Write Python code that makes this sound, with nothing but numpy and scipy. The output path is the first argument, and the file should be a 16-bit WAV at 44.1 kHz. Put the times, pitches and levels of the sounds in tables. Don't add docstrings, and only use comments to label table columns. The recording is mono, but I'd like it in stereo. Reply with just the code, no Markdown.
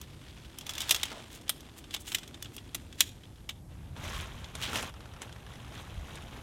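import sys
import numpy as np
from scipy import signal
from scipy.fft import rfft, irfft, next_fast_len
from scipy.io import wavfile
from scipy.ndimage import uniform_filter1d

SR = 44100
rng = np.random.default_rng(int(sys.argv[2]) if len(sys.argv) > 2 else 0)


def output_pcm(signal):
    pcm = np.clip(np.atleast_2d(signal).T, -1, 1) * 32767
    wavfile.write(sys.argv[1], SR, np.round(pcm).astype(np.int16))


N = 283122
TIME = np.arange(N) / SR


def undb(db):
    return 10 ** (np.asarray(db) / 20)


def unit(x):
    return x / np.sqrt(np.mean(x ** 2) + 1e-20)


def unit_peak(x, crest_db=10):
    loudest_power = uniform_filter1d(x ** 2, SR // 250).max()
    return x / np.sqrt(loudest_power) / undb(crest_db)


def level_curve(table):
    time_s, level_db = np.transpose(table)
    return undb(np.interp(TIME, time_s, level_db))


def colour(x, tone):
    size = 2 * next_fast_len(len(x))
    hz, db = np.transpose(tone)
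    f = np.maximum(np.fft.rfftfreq(size, 1 / SR), 1)
    response = undb(np.interp(np.log(f), np.log(hz), db))
    cepstrum = irfft(np.log(response))
    cepstrum[1:size // 2] *= 2
    cepstrum[size // 2 + 1:] = 0
    return irfft(rfft(x, size) * np.exp(rfft(cepstrum)))[:len(x)]


def band(x, lo_hz, hi_hz, order=3):
    edges = [lo_hz, min(hi_hz, .48 * SR)]
    return signal.sosfilt(signal.butter(order, edges, "band", fs=SR, output="sos"), x)


def walk(rate):
    k = int(SR / rate)
    steps = np.repeat(rng.standard_normal(N // k + 1), k)
    return 1.2 * uniform_filter1d(uniform_filter1d(steps, k), k)[:N]


def fade(t, t60):
    return np.exp(-np.log(1000) * t / max(t60, 1e-3))


def grains(rate, spread_db, t60):
    chance = rng.random(N)
    size = np.minimum(rng.exponential(size=N), 4)
    starts = (chance < rate / SR) * undb(spread_db * size) ** 2
    energy = signal.lfilter([1], [1, -fade(1 / SR, t60) ** 2], starts + 1e-12)
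    return unit(np.sqrt(energy) * rng.standard_normal(N))


def add(track, s, sound):
    i = max(int(s * SR), 0)
    track[i:i + len(sound)] += sound[:max(N - i, 0)]


def effort(moves, attack_s, release_s):
    power = 0
    for start, end, db in moves:
        rise = np.clip((TIME - start) / attack_s, 0, 1)
        fall = np.exp(-np.maximum(TIME - end, 0) / release_s)
        power = power + (undb(db) * rise * fall) ** 2
    return np.sqrt(power)


def scatter(span, count, db, spread_db):
    chance = rng.random((count, 3))
    times = span[0] + (span[1] - span[0]) * (np.arange(count) + chance[:, 0]) / count
    return zip(times, db + spread_db * (2 * chance[:, 1] - 1), 2 * chance[:, 2] - 1)


# time_s, level_db
RUMBLE_LEVEL = [(0, -50), (1.9, -54), (2.7, -50), (3.3, -52), (4.1, -44.5), (5.3, -49.5), (6.42, -46.5)]
# pitch_hz, level_db (per Hz)
RUMBLE_TONE = [(15, -18), (25, -23), (45, -4.5), (70, -2), (114, -3.5), (160, -9.5), (210, -15.5),
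               (320, -30), (600, -61)]
# time_s, level_db
DRONE_LEVEL = [(0, -60.5), (2.75, -56.5), (3.3, -62), (6.42, -66)]
# pitch_hz, level_db (per Hz)
AIR_TONE = [(150, -15.5), (400, -12), (550, -11), (800, -13.5), (1300, -22.5), (2200, -26.5), (3400, -33),
            (4500, -27.5), (8000, -29), (12500, -28.5), (14000, -56)]


def forest():
    def layers():
        rumble = level_curve(RUMBLE_LEVEL) * unit(colour(rng.standard_normal(N), RUMBLE_TONE))
        drone = level_curve(DRONE_LEVEL) * unit(band(rng.standard_normal(N), 207, 362, order=2))
        air_db = -62 + .5 * walk(0.71)
        air = undb(air_db) * unit(colour(rng.standard_normal(N), AIR_TONE))
        return undb(0.44) * rumble + undb(1.0) * drone + air
    middle, difference = layers(), layers()
    return middle + undb(-22) * difference * np.array([[1], [-1]])


def trees(x, t60, wet_db, trunk_db, trunk_s):
    t = np.arange(int(.8 * SR)) / SR
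    patchy = undb(4.7 * walk(140)[:len(t)])
    build_up = 1 - np.exp(-t / 0.0014)
    tail = rng.standard_normal(len(t)) * patchy * fade(t, t60) * build_up
    trunk = rng.standard_normal(len(t)) * (t > trunk_s) * fade(np.abs(t - trunk_s), 0.03)
    echo = undb(wet_db) * tail / np.linalg.norm(tail) + undb(trunk_db) * trunk / np.linalg.norm(trunk)
    echo = colour(echo, [(200, -3.5), (3500, 1.0), (8000, -1.0), (15000, -5)])
    return signal.fftconvolve(x, echo)[:N]


# middle_s, level_db, pitch_hz, length_s
THUDS = [(4.09, -39.5, 70, 0.017), (4.183, -41, 65, 0.035), (4.34, -44, 50, 0.022),
         (5.988, -37.5, 60.5, 0.035)]


def thuds():
    out = np.zeros(N)
    for s, db, hz, length in THUDS:
        swell = np.exp(-((TIME - s) / length) ** 2 / 2)
        boom = swell * band(rng.standard_normal(N), hz / 1.46, hz * 1.28, order=2)
        out += undb(db) * boom * np.sqrt(np.sum(swell ** 2) / np.sum(boom ** 2))
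    return out


# start_s, end_s, level_db
STEPS = [(.6, 1.4, -63), (.89, 0.93, -46), (1.1, 1.163, -48)]


def leaves():
    crush = unit(band(grains(rate=670, spread_db=1.5, t60=0.026), 260, 1000, order=2))
    return effort(STEPS, attack_s=0.02, release_s=0.04) * crush


# start_s, end_s, level_db
FEEDS = [(-.1, .55, -56), (.62, 1.14, -45), (1.2, 1.75, -63), (2.42, 3.25, -65.5)]
FEED_ATTACK_S = 0.11


def feeding():
    hold = (FEEDS[0][0], 3.41, -63)
    return effort([*FEEDS, hold], FEED_ATTACK_S, release_s=0.115)


# pitch_hz, level_db (per Hz)
SWISH_TONE = [(250, -9), (500, -3.5), (1000, 1), (2000, -2.5), (3300, -2), (4500, -11), (9000, -11.5),
              (14000, -34.5)]


def jacket():
    swish = unit(colour(grains(rate=910, spread_db=4.0, t60=0.015), SWISH_TONE))
    brush = effort([(1.2, 2.8, -62)], FEED_ATTACK_S, release_s=0.23)
    return np.hypot(undb(-6) * feeding(), brush) * swish


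# pitch_hz, level_db (per Hz)
SHEET_TONE = [(120, -35.5), (200, 1), (304, -5.5), (497, -7), (544, -6), (715, -7), (1030, -6.5),
              (2380, -10.5), (3180, -9), (4410, -14), (5910, -9.5), (13900, -22.5), (15500, -28)]


def buckling(edges_hz, rate, spread_db, t60, shared_db):
    broad = undb(shared_db) * grains(rate, spread_db, t60)
    folds = np.zeros(N)
    for lo, hi in zip(edges_hz, edges_hz[1:]):
        folds += band(grains(rate / 3, spread_db, t60) + broad, lo, hi)
    return unit(colour(folds, SHEET_TONE))


# start_s, level_db, pitch_hz, treble_db
CREASES = [(1.117, -25, 1290, -10), (3.965, -33.5, 890, -10), (4.053, -32, 3100, -6), (4.209, -29, 3210, 2),
           (4.444, -28.5, 3250, -18), (4.552, -24.5, 3340, 6), (4.663, -25, 3200, -12),
           (4.731, -19, 1300, -2), (4.757, -17, 2600, 0), (4.827, -22, 2510, 3), (5.006, -34.5, 1190, -9.5),
           (5.2184, -24, 2770, 8.5), (5.326, -33.5, 3130, 2), (5.758, -43, 1720, -3),
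           (6.1555, -30.5, 3460, 5), (6.222, -39, 2510, 5)]
PRESS_SPAN_S, PRESS_COUNT, PRESS_LEVEL_DB = (4.92, 5.78), 11, -35.5
PRESS_PITCH_HZ, PRESS_TREBLE_DB = 1500, -8


def creases():
    out, t = np.zeros(N), np.arange(SR // 8) / SR
    faint = [(s, db, PRESS_PITCH_HZ * 1.27 ** tint, PRESS_TREBLE_DB)
             for s, db, tint in scatter(PRESS_SPAN_S, PRESS_COUNT, PRESS_LEVEL_DB, spread_db=0.5)]
    for s, db, hz, treble_db in [*CREASES, *faint]:
        force = fade(t, 0.036) + undb(-4.5) * fade(t, 0.0067)
        click = colour(force * rng.choice([-1, 1], len(t)), SHEET_TONE)
        note = unit(band(click, hz, hz * 1.08, order=1))
        crack = unit(band(click, 250, 5900, order=2))
        treble = unit(band(click, 5900, 11300))
        pop = undb(2.0) * note + undb(4.5) * crack + undb(treble_db) * treble
        add(out, s, undb(db) * unit_peak(pop))
    return out


# start_s, end_s, crinkle_db, ground_scuff_db (against the crinkle, before a small boost), release_s
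PUSHES = [(3.678, 3.964, -63.5, -3, 0.026), (3.949, 4.05, -49.5, -4.5, .03), (4.015, 4.114, -44, -6, 0.028),
          (4.114, 4.204, -43.5, -11.5, 0.054), (4.2, 4.513, -53, -4.5, 0.027),
          (4.531, 4.9, -47.5, -8.5, 0.0041), (4.61, 4.636, -40, -8, 0.026),
          (4.665, 4.844, -45.5, -3.5, 0.036), (4.73, 4.772, -34.5, -6.5, 0.035),
          (4.94, 6.45, -58.5, -2, 0.024), (5.198, 5.231, -49, -1, 0.039), (5.473, 6.45, -57, -4.5, .03),
          (5.714, 5.813, -50.5, -16, 0.018), (6.048, 6.182, -55, -3, 0.035),
          (6.304, 6.374, -54.5, 0, 0.034)]
FIRM_PUSH_DB, CRACKLE_DB, CRACKLE_GROWTH = -42, -7, 0.29


def sheet():
    pushes = np.array([effort([(start, end, db)], attack_s=0.025, release_s=release_s)
                       for start, end, db, _, release_s in PUSHES])
    on_ground = undb([row[3] for row in PUSHES])
    crinkle = np.linalg.norm(pushes, axis=0)
    scuff = np.linalg.norm(pushes * on_ground[:, None], axis=0)
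    crackle = undb(CRACKLE_DB) * crinkle * (crinkle / undb(FIRM_PUSH_DB)) ** CRACKLE_GROWTH
    small = buckling([4400, 6500, 10000, 16000], rate=1100, spread_db=3.4, t60=.009, shared_db=2)
    medium = buckling([950, 1500, 2400, 4100], rate=1100, spread_db=3, t60=.013, shared_db=0)
    ground = buckling([200, 480, 950], rate=1000, spread_db=2.5, t60=0.015, shared_db=3.0)
    folds = crackle * small + crinkle * medium
    return folds + undb(2.04) * scuff * ground + undb(-2.0) * creases()


# pitch_hz, level_db (per Hz)
SLIDE_TONE = [(400, -30.5), (1500, -1), (2400, 0), (3400, 4.5), (4400, -2.5), (6500, -9), (10000, -16.5),
              (15000, -21)]
# middle_s, level_db, half_length_s, treble_db
SCRAPES = [(0.822, -44.5, 0.029, -9), (0.888, -42.5, .011, -6), (1.342, -49, 0.023, -2.5),
           (1.784, -46.5, 0.0089, 2), (1.942, -45, 0.012, -7), (2.013, -49.5, 0.009, 11),
           (2.085, -44, 0.018, -1), (2.134, -45.5, 0.012, 2), (2.546, -51.5, 0.0089, 1),
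           (3, -43.5, 0.012, -6.5), (4.63, -36.5, 0.014, -8), (4.67, -41.5, 0.023, -16)]


def scrapes():
    grit = colour(grains(rate=1300, spread_db=1.5, t60=0.0064), SLIDE_TONE)
    low, high = unit(band(grit, 1550, 6700)), unit(band(grit, 7300, 17500))
    out = np.zeros(N)
    for s, db, half, treble_db in SCRAPES:
        stroke = np.exp(-((TIME - s) / half) ** 2 / 2)
        mix = (low + undb(treble_db) * high) / np.hypot(1, undb(treble_db))
        out += undb(db) * stroke * mix
    return out


# pitch_hz, level_db (per Hz)
JOINT_TONE = [(200, -15), (600, -7.5), (1300, -6), (2000, -7), (3200, -2), (3900, -1), (4400, -7.5),
              (6500, -4), (9000, -3), (14000, -4), (16000, -13)]
# pitch_hz, ring_time_s (to -60 dB), level_db
TUBE_TONES = [(2305, 0.027, -17), (2780, 0.048, -2), (3146, 0.089, 1.5), (3440, 0.21, 1),
              (3536, 0.09, -5.5), (5020, 0.11, -23), (6060, 0.02, -1), (5800, 0.016, -23),
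              (6610, 0.039, -3.5), (8150, 0.023, 2), (11500, 0.033, -18)]


def knock(t, rise_ms, rattle_ms, t60, ring_db):
    onset = np.minimum(t * 1000 / max(rise_ms, .05), 1)
    force = onset * fade(np.maximum(t - rattle_ms / 1000, 0), t60)
    steps = np.repeat(rng.standard_normal(len(t) // 128 + 1), 128)
    uneven = undb(4 * uniform_filter1d(steps, 64))[:len(t)]
    chatter = undb(-19.5) * onset * uneven * fade(t, 0.11)
    contact = colour((force + chatter) * rng.choice([-1, 1], len(t)), JOINT_TONE)
    shifts = rng.standard_normal((len(TUBE_TONES), 2)) * [3, .025]
    ring = np.zeros(len(t))
    for (hz, ring_s, db), (louder, sharper) in zip(TUBE_TONES, shifts):
        ring += undb(db + louder) * fade(t, ring_s) * np.sin(2 * np.pi * hz * (1 + sharper) * t)
    hand_damping = fade(t, .07)
    return unit(contact) + undb(ring_db) * unit(onset * hand_damping * ring)


# start_s, level_db, treble_db (against the middle)
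TICKS = [(0.014, -28, 3), (0.5858, -23.5, 4.5), (.61, -28.5, -10), (0.6658, -25.5, -5),
         (.6927, -19.5, -7.5), (0.707, -29, -1), (0.7352, -28, -2), (0.7522, -25, -6), (0.7805, -19.5, -5),
         (0.8044, -18, -4), (.817, -19.5, -3), (0.893, -14.5, -5), (0.9197, -14, 0), (.9458, -11, -7),
         (0.9618, -18.5, -6), (1.054, -23.5, -9), (1.48, -29.5, -13), (1.841, -35, -18),
         (1.908, -29.5, -13), (1.9636, -24.5, -14), (2.077, -27.5, -20), (2.1187, -21.5, -14),
         (2.184, -25.5, -7), (2.232, -30.5, -13), (2.343, -30.5, -19), (2.425, -22, 1), (2.446, -32, -11),
         (2.457, -30, -28), (2.565, -27, 8), (2.581, -27.5, -26), (2.9265, -33, -12), (3.2352, -38, -34),
         (3.506, -30, -17)]
JIGGLE_SPAN_S, JIGGLE_COUNT, JIGGLE_LEVEL_DB, JIGGLE_TREBLE_DB = (.6, 3), 12, -42.5, -6.5


def ticks():
    out, t = np.zeros(N), np.arange(SR // 8) / SR
    faint = [(s, db, JIGGLE_TREBLE_DB + 6 * tint)
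             for s, db, tint in scatter(JIGGLE_SPAN_S, JIGGLE_COUNT, JIGGLE_LEVEL_DB, spread_db=10.5)]
    for s, db, treble_db in [*TICKS, *faint]:
        t60 = 0.014 if treble_db > 0 else .038
        blow = knock(t, rise_ms=0.11, rattle_ms=1.4, t60=t60, ring_db=-3.5)
        middle = unit(band(blow, 690, 3870))
        upper = unit(band(blow, 4870, 8000))
        treble = unit(band(blow, 5800, 20000))
        blow = middle + undb(treble_db / 2 + 2.5) * upper + undb(treble_db) * treble
        add(out, s, undb(db) * unit_peak(blow))
    return out


# start_s, level_db, note_hz,
# body_db, upper_db, treble_db (all three against the note), rise_ms, rattle_ms
SNAPS = [(0.9079, -5.5, 3200, -16.5, -2, -2.5, 1.1, 4), (1.031, -14, 3240, -17.5, -4.5, -7.5, .44, 3.1),
         (1.493, -12, 3830, -10.5, -4, 1.5, 1.3, 1.1), (1.9394, -21, 3260, -21, -9, -12, 1.1, 1.8),
         (1.945, -18.5, 3430, -13.5, -6.5, -10.5, 0.63, 1.6),
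         (2.1451, -12, 2320, -23.5, -4.5, -7, 4.1, 4.5), (2.7456, -20, 3070, -10, 0, 0, 1, 5.9),
         (3.0052, -4, 3170, -20, -.5, -3, 0.54, 0.85), (3.4901, -22, 2740, -14.5, -8.5, -12.5, 1.3, 6.2)]


def snaps():
    out, t = np.zeros(N), np.arange(SR // 8) / SR
    for s, db, hz, body_db, upper_db, treble_db, rise_ms, rattle_ms in SNAPS:
        blow = knock(t, rise_ms, rattle_ms, t60=0.024, ring_db=-11.0)
        body = unit(band(blow, 380, 1500))
        centre = unit(band(blow, 1750, 4300))
        upper = unit(band(blow, 4900, 7800))
        treble = unit(band(blow, 7800, 15800))
        note = unit(band(centre, hz / 1.7, hz * 1.28, order=1))
        blow = undb(body_db) * body + note + undb(upper_db) * upper + undb(treble_db) * treble
        add(out, s, undb(db) * unit_peak(blow))
    return out


def pole():
    slide = unit(colour(grains(rate=420, spread_db=3.0, t60=.025), SLIDE_TONE))
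    return snaps() + undb(-2) * ticks() + scrapes() + undb(-4) * feeding() * slide


def scene():
    near = pole() + jacket() + sheet() + leaves()
    echo = trees(near, t60=.35, wet_db=-17.5, trunk_db=-35.0, trunk_s=0.084)
    return near + echo + thuds() + forest()


def record(dry):
    hiss = undb(-76.5) * unit(band(rng.standard_normal((2, N)), 7000, 13400, order=6))
    top_cut = signal.ellip(8, .2, 70, 15900, fs=SR, output="sos")
    return signal.sosfilt(top_cut, dry + hiss)


dry = scene()
out = record(dry)
output_pcm(out)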